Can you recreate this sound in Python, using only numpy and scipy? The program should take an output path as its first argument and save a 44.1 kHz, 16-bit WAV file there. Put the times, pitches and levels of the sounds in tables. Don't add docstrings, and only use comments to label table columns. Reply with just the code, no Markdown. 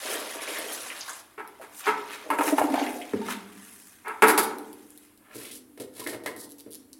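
import sys
import numpy as np
from scipy import signal
from scipy.fft import rfft, irfft
from scipy.io import wavfile
from scipy.ndimage import uniform_filter1d

SR = 44100
rng = np.random.default_rng(int(sys.argv[2]) if len(sys.argv) > 2 else 0)


def materialize(psi):
    bounded = np.clip(np.atleast_2d(psi).T, -1, 1)
    quanta = np.round(bounded * 32767).astype(np.int16)
    wavfile.write(sys.argv[1], SR, quanta)


N = 308259
TIME = np.arange(N) / SR

# f/Hz, level/dB
POUR_COLOUR = [(150, -33), (300, -57), (440, -19), (620, -2.5), (800, -2.5), (1200, -2.5), (2600, -4),
               (5500, -5.5), (8600, -7), (10200, -1), (12500, -9.5), (16000, -16.5)]
POUR_RISE_S, THINS_S, BREAKS_S, DIES_DB_PER_S = 0.0003, 0.52, 1.143, 147.5
# level/dB, sag/(dB/s); a thinner stream loses its depth first
BODY = (-45, 30.5)
CHURN = (-41, 12.6)
SPRAY = (-42.5, 5.5)

# t/s, f/Hz, level/dB
SPLASHES = [(0.088, 458, -34), (0.124, 514, -34), (0.476, 2580, -34), (.555, 1890, -38),
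            (0.586, 10300, -36), (0.727, 10200, -37), (0.901, 2280, -35), (1.009, 5500, -35),
            (1.081, 1283, -34), (1.095, 7340, -38), (1.132, 7860, -42.5), (1.596, 622, -42.5),
            (2.865, 2380, -37.5), (3.014, 2550, -39.5)]
DROPS_PER_S, DROP_DB, DROP_LOW_HZ, DROP_HIGH_HZ = 14, -47.5, 2920, 10900

# f/Hz, level/dB
SWIRL_COLOUR = [(200, -32.5), (400, -18.5), (800, -4), (1500, 0), (3000, -3.5), (4500, -2), (6500, 3),
                (10500, 8), (15500, -1.5)]
# t/s, churn level/dB, spray level/dB
RUNOFF = [(1.3, -63.5, -68), (1.7, -59.5, -84), (2.0, -44.5, -52.5), (2.25, -49, -56.5), (2.45, -65, -45.5),
          (2.8, -34, -44.5), (2.95, -50.5, -45), (3.22, -48.5, -59), (3.52, -55.5, -56.5), (3.63, -54, -48),
          (3.87, -60.5, -49.5), (4.05, -61, -60.5), (4.5, -55, -55.5), (5.04, -68.5, -60), (5.14, -68, -90)]
# crest t/s, churn level/dB, spray level/dB
SURGES = [(.14, -38, -31), (.57, -40, -41), (.745, -76, -35), (1.635, -74, -56), (1.791, -59, -38),
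          (1.881, -31, -40.5), (2.14, -38.5, -44), (2.477, -32.5, -27.5), (2.595, -37.5, -34.5),
          (3.315, -33, -35.5), (5.051, -62, -55.5)]
SURGE_RISE_S, SURGE_FALL_S = 0.04, 0.029

# t/s, level/dB, f/Hz
GULPS = [(2.389, -14.5, 330), (2.472, -10.5, 348), (2.523, -3.5, 329), (2.604, -23, 323),
         (2.638, -6.5, 340), (2.7, -10, 302), (2.729, -9, 295), (2.814, -10.5, 312), (2.891, -17, 404),
         (3.137, -5.5, 236), (3.141, -23, 106), (3.156, -12.5, 424), (3.191, -24.5, 490), (3.56, -36, 285)]
GULP_CYCLES, GULP_ONSET_CYCLES, GULP_LOW_HZ = 1.82, 1.58, 200
GULP_GLIDE = -0.062
# t/s, slap level/dB, bubble level/dB, bubble f/Hz, ring/cycles
SLAPS = [(2.303, -19, -12, 1100, 2.8), (2.387, -19, -12, 790, 2), (2.393, -44, -17, 920, 7.6),
         (2.409, -19, -25, 907, 13), (2.479, -21, -14.5, 866, 5), (2.525, -45, -16.5, 626, 5.8),
         (2.582, -18.5, -11.5, 850, 8.6), (2.607, -38, -12, 745, 1.7), (2.615, -26, -2.5, 740, 1.8),
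         (2.643, -31, -20, 760, 5.6), (2.741, -25, -12, 686, 3.8), (2.756, -34, -20, 914, 2.3),
         (2.778, -47, -13.5, 830, 4.9), (2.815, -38, -16, 735, 3.8), (3.135, -36, -17.5, 399, 4.6),
         (3.215, -41, -35, 890, 28), (3.285, -32, -22.5, 1300, 5)]
# f/Hz, level/dB
SLAP_COLOUR = [(150, -56.5), (280, 7.5), (520, -6.5), (900, 12.5), (1200, 4.5), (1700, 2.5), (2750, -4.5),
               (3200, -18), (6000, -27), (10500, -14.5), (16000, -27.5)]
SLAP_DECAY_S, SLAP_SPATTER_DB = 0.011, -0.5
PLOP_GLIDE, PLOP_ONSET_CYCLES = 0.024, 0.62
# f/Hz, level/dB
PLUNGE_COLOUR = [(50, -54.5), (100, -23.5), (165, -38.5), (215, -4.5), (280, -3), (330, 7.5), (420, 1.5),
                 (650, 4), (880, -12), (1300, -26), (4000, -51)]
BOIL_START_S, BOIL_FULL_S, BOIL_END_S, BOIL_RELEASE_S = 2.17, 2.44, 2.92, 0.079
BOIL_DB, BOIL_SAG_DB_PER_S = -37, 12
BLIPS_PER_S, BLIP_DB, BLIP_LOW_HZ, BLIP_HIGH_HZ = 70, -10, 328, 1394

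# f/Hz, level/dB
BUCKET_COLOUR = [(60, -40.5), (160, -16.5), (210, -8), (420, 1.5), (520, -8.5), (700, -8), (860, 1),
                 (1040, -3.5), (1400, -2), (1800, -6.5), (2250, -5.5), (3000, -17.5), (6000, -28),
                 (10500, -18.5), (16000, -32)]
# t/s, level/dB, length/s, rasp/dB, hollow ring/dB
KNOCKS = [(1.376, -35.5, 0.03, -12, -12), (1.608, -46.5, .04, 4, -16), (1.864, -25, .03, -7, -3),
          (2.305, -35, 0.037, -1, -2.5), (4.2212, -9, .0065, -2.5, -13), (4.237, -22.5, 0.0097, 0, -6),
          (4.28, -20.5, 0.025, 6.5, -17), (4.375, -20.5, 0.013, 13.5, -12.5), (4.51, -34.5, 0.0026, -5, -9)]
KNOCK_RISE_SHARE, KNOCK_BOOM_DB, BUCKET_RELEASE_S = 0.15, -2, 0.0068
# t/s, level/dB, length/s
SCRAPES = [(1.845, -35, 0.036), (4.032, -34.5, 0.077)]
SCRAPE_RISE_SHARE, SCRAPE_BOOM_DB, SCRAPE_RASP_DB, SCRAPE_HOLLOW_DB = 0.55, -10, -14, -7
# t/s, level/dB, length/s
SKIDS = [(4.243, -37.5, 0.084), (4.267, -30, 0.02), (4.387, -26, 0.011), (4.425, -28.5, 0.016)]
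# f/Hz, level/dB
SKID_COLOUR = [(1500, -31), (3500, -4.5), (7000, -12.5), (10500, 3.5), (13500, -3.5), (16000, -9)]
SKID_RISE_SHARE = 0.32
# f/Hz, level/dB, t60/s
AIR_MODES = [(434.4, 10, 0.11), (947, 12, 0.048), (1310, 13.5, 0.066), (1655, 6, .06), (2100, 4, .04),
             (2720, 7, .05)]
# f/Hz, level/dB, t60/s
BUCKET_MODES = [(210, -27.5, .8), (308, -24, 1.05), (385, -24, 1.1), (441, -19.5, .9), (791, -23, .85),
                (862, -20, .8), (912, -19, .75), (1158, -23, .6), (1297, -23, .55), (1401, -22, .65),
                (1464, -21.5, .65), (1680, -21, .5), (2083, -26, .28), (2270, -24, .33)]
TWIN_SPLIT, TWIN_GAIN = 0.016, 0.5
WALL_RING_DB, HAND_DAMPING_DB, LANDS_S = 0.5, -7.5, 4.2

# f/Hz, level/dB
STEP_COLOUR = [(60, -27), (110, -4), (165, -5.5), (300, 2.5), (480, 5), (750, -4), (1100, -9.5),
               (1500, -9.5), (2450, -11), (3000, -8), (4200, -3.5), (6500, -9), (10500, -0.5),
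               (16000, -13.5)]
# t/s, slap level/dB, length/s, grit level/dB
FOOTFALLS = [(5.355, -48, 0.0014, -48), (5.775, -37, 0.004, -51), (5.799, -38.5, 0.023, -42.5),
             (5.995, -37.5, 0.0057, -43), (6.068, -28, 0.006, -36.5), (6.133, -30, 0.0078, -48),
             (6.236, -41, 0.0023, -47), (6.26, -19.5, 0.0037, -33), (6.363, -47, 0.0012, -41),
             (6.662, -46, 0.0062, -74)]
FOOT_RISE_S, FOOT_THUD_DB = 0.00068, -30
# t/s, level/dB, length/s, thud/dB, grit level/dB
SCUFFS = [(5.296, -54.5, 0.17, 11.5, -45), (5.462, -64, 0.11, 12.5, -44), (5.902, -42, 0.2, -19, -45),
          (6.086, -41.5, 0.058, 4, -52), (6.263, -51, 0.052, 14.5, -56), (6.367, -58, 0.079, -1, -44)]
SCUFF_RISE_SHARE = 0.42
# t/s, f/Hz, level/dB
SQUELCHES = [(5.8, 457, -39), (6.015, 976, -45.5), (6.06, 334, -33), (6.065, 1930, -33), (6.125, 543, -45),
             (6.263, 1880, -33), (6.285, 936, -44)]
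# f/Hz, level/dB, t60/s
STEP_MODES = [(394, -7.5, 0.067), (915, 3, .1), (1874, 7, .07), (2170, 1, 0.041)]

# t/s, level/dB
TICKS = [(1.476, -36.5), (4.082, -29.5), (4.585, -30.5), (4.73, -36), (4.905, -38), (4.976, -34),
         (5.176, -42.5), (6.584, -36.5), (6.931, -30.5)]
# t/s, length/s, level/dB ahead of the swell
CREAKS = [(6.493, 0.033, -38.5), (6.584, 0.024, -37.5), (6.707, 0.049, -34)]
CREAK_SWELL_DB = 8
# f/Hz, level/dB
TICK_COLOUR = [(1200, -22.0), (2500, -11.5), (3600, -3.5), (4200, -0.5), (6000, -5.0),
               (8500, 0.5), (11000, 7.0), (14000, -3.0), (16000, -2.5)]

# t/s, level/dB, centre f/Hz
SWISH = [(5.2, -71, 906), (5.3, -55, 1240), (5.38, -55.5, 2050), (5.52, -53, 3100), (5.62, -74, 3200)]
SWISH_WIDTH_HZ = 1800

DRAIN_START_S, DRAIN_DB, DRAIN_HZ, DRAIN_SCATTER, DRAIN_PER_S = 5.35, -55, 283, 0.139, 16

# f/Hz, t60/s
ROOM_T60 = [(100, 1.4), (300, 1.08), (600, 0.81), (1200, 0.6), (2500, 0.36), (6000, 0.31), (14000, 0.16)]
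# f/Hz, level/dB, t60/s
ROOM_MODES = [(214.5, 1.5, 1.4), (283.5, -3, 0.92), (296.3, 2.5, 2.3), (332.6, -4.5, 3), (414, -6, 1.6),
              (451, -7.5, 0.22)]
# f/Hz, level/dB
HUSH = [(25, -11.5), (100, -4.5), (160, -4.5), (290, 0.5), (520, -11.5), (1500, -17.5), (6000, -27),
        (10700, -14.5), (16000, -23)]
HUSH_DB = -60.5
EDGE_HZ = 16200


def pour():
    foam = froth(cycles=12, spread_db=3)
    stream = patter(rate_per_s=1000, spread_db=0.5, decay_s=0.0015) + amp(-4.0) * foam
    trickle = patter(rate_per_s=990, spread_db=4.5, decay_s=0.0015) + amp(-2.5) * foam
    churning = flow(*CHURN) * wavering(depth_db=1.5, rate_hz=26.7)
    spraying = flow(*SPRAY) * wavering(depth_db=4.0, rate_hz=35)
    return water(churning, spraying, POUR_COLOUR, stream) + water(*swirl(), SWIRL_COLOUR, trickle)


def flow(db, sag_db_per_s):
    thinning_db = sag_db_per_s * np.maximum(TIME - THINS_S, 0)
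    breaking_db = DIES_DB_PER_S * np.maximum(TIME - BREAKS_S, 0)
    return amp(db - thinning_db - breaking_db) * (1 - np.exp(-TIME / POUR_RISE_S))


def wavering(depth_db, rate_hz):
    knots = rng.standard_normal(1000)
    return amp(depth_db * np.interp(TIME * rate_hz, np.arange(len(knots)), knots))


def swirl(churn_db=-2, spray_db=-4):
    churning, spraying = levels(RUNOFF)
    for s, low_db, high_db in SURGES:
        swell = np.exp(-np.maximum((s - TIME) / SURGE_RISE_S, (TIME - s) / SURGE_FALL_S))
        churning = np.hypot(churning, amp(low_db) * swell)
        spraying = np.hypot(spraying, amp(high_db) * swell)
    return amp(churn_db) * churning, amp(spray_db) * spraying


def water(churning, spraying, colour, drive, split_hz=3500):
    sound = tint(drive, colour)[:N]
    churn, spray = (unit(signal.sosfilt(signal.butter(3, split_hz, side, fs=SR, output="sos"), sound))
                    for side in ("low", "high"))
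    return churning * churn + spraying * spray


def splashes():
    out = np.zeros(N)
    drops = []
    for when, size in rng.random((round(DROPS_PER_S * BREAKS_S), 2)):
        hz = DROP_LOW_HZ * (DROP_HIGH_HZ / DROP_LOW_HZ) ** size
        drops.append((np.sqrt(when) * BREAKS_S, hz, DROP_DB))
    for s, hz, db in SPLASHES + drops:
        add(out, s, amp(db) * cluster(hz, scatter=0.255, linger_s=0.0088, cycles=3.5, count=24))
    return out


def glugs():
    gulps = np.zeros(N)
    for s, db, hz in GULPS:
        add(gulps, s, amp(db) * bubble(hz, GULP_CYCLES, GULP_GLIDE, GULP_ONSET_CYCLES))
    out = plunge() + signal.lfilter(*signal.butter(2, GULP_LOW_HZ, "high", fs=SR), gulps)
    for s, slap_db, bubble_db, hz, cycles in SLAPS:
        add(out, s, amp(slap_db) * slap())
        add(out, s, amp(bubble_db) * bubble(hz, cycles, PLOP_GLIDE, PLOP_ONSET_CYCLES))
    return out


def plunge():
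    swell = np.clip((TIME - BOIL_START_S) / (BOIL_FULL_S - BOIL_START_S), 0, 1) ** 0.97
    hold = amp(BOIL_DB - BOIL_SAG_DB_PER_S * np.maximum(TIME - BOIL_FULL_S, 0))
    release = np.exp(-np.maximum(TIME - BOIL_END_S, 0) / BOIL_RELEASE_S)
    boil = swell * hold * release
    churn = tint(patter(rate_per_s=59, spread_db=-2.5, decay_s=0.0066), PLUNGE_COLOUR)[:N]
    return (flow(*BODY) + boil) * (churn + amp(BLIP_DB) * blips())


def blips():
    out = np.zeros(N)
    for when, size, loud in rng.random((round(BLIPS_PER_S * N / SR), 3)):
        hz = BLIP_LOW_HZ * (BLIP_HIGH_HZ / BLIP_LOW_HZ) ** size
        add(out, when * N / SR, amp(-14 * loud) * bubble(hz, cycles=6.5, glide=0.078))
    return unit(out)


def slap():
    spatter = amp(SLAP_SPATTER_DB) * burst(decay_s=SLAP_DECAY_S)
    add(spatter, 0, np.array([amp(16)]))
    return tint(spatter, SLAP_COLOUR)


def bucket():
    rows = [(s, db, KNOCK_RISE_SHARE * length, length, KNOCK_BOOM_DB, rasp_db, hollow_db)
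            for s, db, length, rasp_db, hollow_db in KNOCKS]
    rows += [(s, db, SCRAPE_RISE_SHARE * length, length, SCRAPE_BOOM_DB, SCRAPE_RASP_DB, SCRAPE_HOLLOW_DB)
             for s, db, length in SCRAPES]
    wall_rows = [row[:-1] for row in rows]
    air_rows = [(s, db + hollow_db, *rest) for s, db, *rest, hollow_db in rows]
    skid_rows = [(s, db, SKID_RISE_SHARE * length, length, 0, 0) for s, db, length in SKIDS]
    grain = patter(rate_per_s=2300, spread_db=3.5, decay_s=0.0021)
    wall = contacts(wall_rows, BUCKET_COLOUR, grain, BUCKET_RELEASE_S)
    air = contacts(air_rows, BUCKET_COLOUR, grain, BUCKET_RELEASE_S)
    return wall + ring(air, AIR_MODES) + contacts(skid_rows, SKID_COLOUR, grain, BUCKET_RELEASE_S)


def ringing():
    blows = [(s, db + HAND_DAMPING_DB * (s < LANDS_S)) for s, db, *_ in KNOCKS]
    return amp(WALL_RING_DB) * struck(blows, BUCKET_MODES)


def struck(blows, modes):
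    t, out, note = TIME[:SR], np.zeros(N), np.zeros(SR)
    for k, (hz, db, t60) in enumerate(modes):
        twin_hz = hz * (1 + rng.choice([-1, 1]) * TWIN_SPLIT * rng.uniform(0.54, 1))
        pair = np.sin(2 * np.pi * hz * t) + TWIN_GAIN * np.cos(2 * np.pi * twin_hz * t)
        note += (-1) ** k * amp(db - 60 * t / t60) * pair
    note = signal.lfilter(*signal.butter(2, modes[0][0] / 2, "high", fs=SR), note)
    for s, db in blows:
        add(out, s, amp(db) * note)
    return out


def contacts(rows, colour, grain, release_s):
    out = np.zeros(N)
    for s, db, rise_s, length_s, low_db, high_db in rows:
        t = TIME[:int((length_s + 6 * release_s) * SR)]
        shape = np.minimum(t / rise_s, 1) ** 2 * np.exp(-np.maximum(t - length_s, 0) / release_s)
        judder = unit(shape * grain[round(s * SR):][:len(t)]) * np.sqrt(np.mean(shape ** 2))
        add(out, s, amp(db) * tint(smoothed(judder, 80, 1500), colour, low_db, high_db))
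    return out


def feet():
    rows = [(s, db, FOOT_RISE_S, length, FOOT_THUD_DB - db, grit_db - db)
            for s, db, length, grit_db in FOOTFALLS]
    rows += [(s, db, SCUFF_RISE_SHARE * length, length, thud_db, grit_db - db)
             for s, db, length, thud_db, grit_db in SCUFFS]
    grain = patter(rate_per_s=410, spread_db=-6, decay_s=0.0028)
    out = contacts(rows, STEP_COLOUR, grain, release_s=0.013)
    out = out + ring(out, STEP_MODES)
    for s, hz, db in SQUELCHES:
        add(out, s, amp(db) * cluster(hz, scatter=0.1, linger_s=0.0079, cycles=3.6, count=24))
    return out


def ticks(slips_per_s=150):
    out = np.zeros(N)
    for s, db in TICKS:
        add(out, s, amp(db) * burst(decay_s=0.00062))
    slips = np.diff(np.floor(slips_per_s * TIME), prepend=0)
    slip_shape = signal.oaconvolve(slips, np.exp(-TIME[:400] / 0.0008))[:N]
    rasp = unit(slip_shape * rng.standard_normal(N))
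    for s, length, db in CREAKS:
        t = TIME[:int(length * SR)]
        add(out, s, amp(db + CREAK_SWELL_DB * (t / length - 2.0)) * rasp[round(s * SR):][:len(t)])
    return tint(out, TICK_COLOUR)[:N]


def swish():
    s, db, hz = np.transpose(SWISH)
    turn = np.exp(2j * np.pi * np.cumsum(np.interp(TIME, s, hz)) / SR)
    grain = patter(rate_per_s=490, spread_db=3.0, decay_s=0.0025)
    band = signal.lfilter(*signal.butter(2, SWISH_WIDTH_HZ / 2, fs=SR), grain / turn)
    return levels(np.c_[s, db])[0] * unit((turn * band).real)


def drain():
    out = np.zeros(N)
    for k, (late, size) in enumerate(rng.random((round(DRAIN_PER_S * N / SR), 2))):
        hz = DRAIN_HZ * np.exp(DRAIN_SCATTER * (2 * size - 1))
        add(out, (k + late) / DRAIN_PER_S, bubble(hz, cycles=20.6, glide=-0.018, soft_cycles=5.5))
    return amp(DRAIN_DB) * unit(out) * np.clip((TIME - DRAIN_START_S) * 10, 0, 1)


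def room(x, wet_db, gap_s=0.0017, size=256):
    taps = rng.choice([-1., 1.], SR) * (rng.random(SR) < 4000 / SR) * (TIME[:SR] > gap_s)
    hz, t, z = signal.stft(taps, SR, nperseg=size)
    fade = amp(-60 * t / read(ROOM_T60, hz)[:, None])
    fade = fade * (1 + np.exp(-t / 0.037))
    tail = smoothed(signal.istft(z * fade, SR, nperseg=size)[1])
    tail /= np.sqrt(np.mean(abs(rfft(tail)[200:3000]) ** 2))
    return x + amp(wet_db) * (signal.oaconvolve(x, tail)[:N] + 2 * ring(x, ROOM_MODES))


def bubble(hz, cycles, glide, soft_cycles=0.92):
    age = np.arange(int(5 * cycles / hz * SR) + 2) * hz / SR
    tone = np.sin(2 * np.pi * age * (1 + glide * age / cycles / 2))
    return tone * np.exp(-age / cycles) * (1 - np.exp(-age / soft_cycles))


def cluster(hz, scatter, linger_s, cycles, count):
    out = np.zeros(SR // 2)
    for k, (wait, size) in enumerate(rng.random((count, 2))):
        late_s = -linger_s * np.log(wait) * (k > 0)
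        bubble_hz = hz * np.exp(scatter * (2 * size - 1))
        add(out, late_s, bubble(bubble_hz, cycles, 0.032) / np.sqrt(k + 1))
    return unit(out) / np.sqrt(50)


def froth(cycles, spread_db, count=10000):
    out = np.zeros(N)
    for when, size, loud in rng.random((count, 3)):
        hz = 250 + 14500 * size ** 2
        gain = hz ** (3 / 4) * amp(-spread_db * np.log(loud + 0.27))
        add(out, when * N / SR, gain * bubble(hz, cycles, 0.011))
    return unit(out)


def patter(rate_per_s, spread_db, decay_s):
    sizes = amp(spread_db * np.minimum(rng.exponential(1, N), 4))
    power = (rng.random(N) < rate_per_s / SR) * sizes ** 2
    envelope = np.sqrt(signal.lfilter([1], [1, -np.exp(-1 / (decay_s * SR))], power))
    return unit(envelope * rng.standard_normal(N))


def burst(decay_s, count=4000):
    shape = np.exp(-TIME[:count] / decay_s)
    puff = shape * rng.standard_normal(count)
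    return unit(puff) * np.sqrt(np.mean(shape ** 2))


def ring(x, modes):
    t = TIME[:SR]
    response = sum(amp(db - 60 * t / t60) * np.cos(2 * np.pi * hz * t) * 2 * np.log(1000) / (t60 * SR)
                   for hz, db, t60 in modes)
    return signal.oaconvolve(x, response)[:N]


def tint(x, colour, low_db=0, high_db=0, low_hz=560, high_hz=3200, size=2048):
    hz = np.fft.rfftfreq(size, 1 / SR)
    low_shelf_db = low_db / (1 + (hz / low_hz) ** 6)
    high_shelf_db = high_db * (1 - 1 / (1 + (hz / high_hz) ** 6))
    log_gain = np.log(unit(amp(read(colour, hz))) * amp(low_shelf_db + high_shelf_db) + 1e-6)
    analytic = signal.hilbert(np.r_[log_gain, log_gain[-2:0:-1]])[:len(hz)]
    kernel = irfft(np.exp(np.conj(analytic)), size)
    return signal.oaconvolve(x, kernel)[:len(x) + size]


def smoothed(x, fine_hz=20, broad_hz=240):
    power = abs(rfft(x, SR)) ** 2
    fine, broad = (abs(uniform_filter1d(power, width)) + 1e-9 for width in (fine_hz, broad_hz))
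    return tint(x, np.c_[np.arange(len(power)), 10 * np.log10(broad / fine)], size=4096)


def levels(rows):
    s, *columns = np.transpose(rows)
    gate = np.interp(TIME, [s[0] - .02, s[0], s[-1], s[-1] + .02], [0, 1, 1, 0])
    return [amp(np.interp(TIME, s, column)) * gate for column in columns]


def read(points, hz):
    f, value = np.transpose(points)
    return np.interp(np.log(hz + 1), np.log(f + 1), value)


def add(mix, s, sound):
    part = mix[max(round(s * SR), 0):][:len(sound)]
    part += sound[:len(part)]


def amp(db):
    return 10 ** (np.asarray(db) / 20)


def unit(x):
    return x / np.sqrt(np.mean(x ** 2) + 1e-20)


def scene():
    bowl = room(pour() + splashes(), wet_db=-2.5) + room(glugs(), wet_db=-2.5)
    handling = room(bucket(), wet_db=1.5) + ringing()
    steps = room(feet() + swish(), wet_db=-1.0) + room(ticks(), wet_db=0.5)
    hush = amp(HUSH_DB) * tint(rng.standard_normal(N), HUSH)[:N]
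    return (bowl + handling + steps + drain() + hush)[None]


def record(dry, dip_hz=160, dip_q=2.7, low_cut_hz=35):
    rolled_off = signal.lfilter(*signal.butter(1, low_cut_hz, "high", fs=SR), dry)
    thinned = signal.lfilter(*signal.iirnotch(dip_hz, dip_q, SR), rolled_off)
    band_limit = signal.firwin(511, EDGE_HZ, window=("kaiser", 9), fs=SR)
    return signal.oaconvolve(thinned, band_limit[None], "same")


dry = scene()
out = record(dry)
materialize(out)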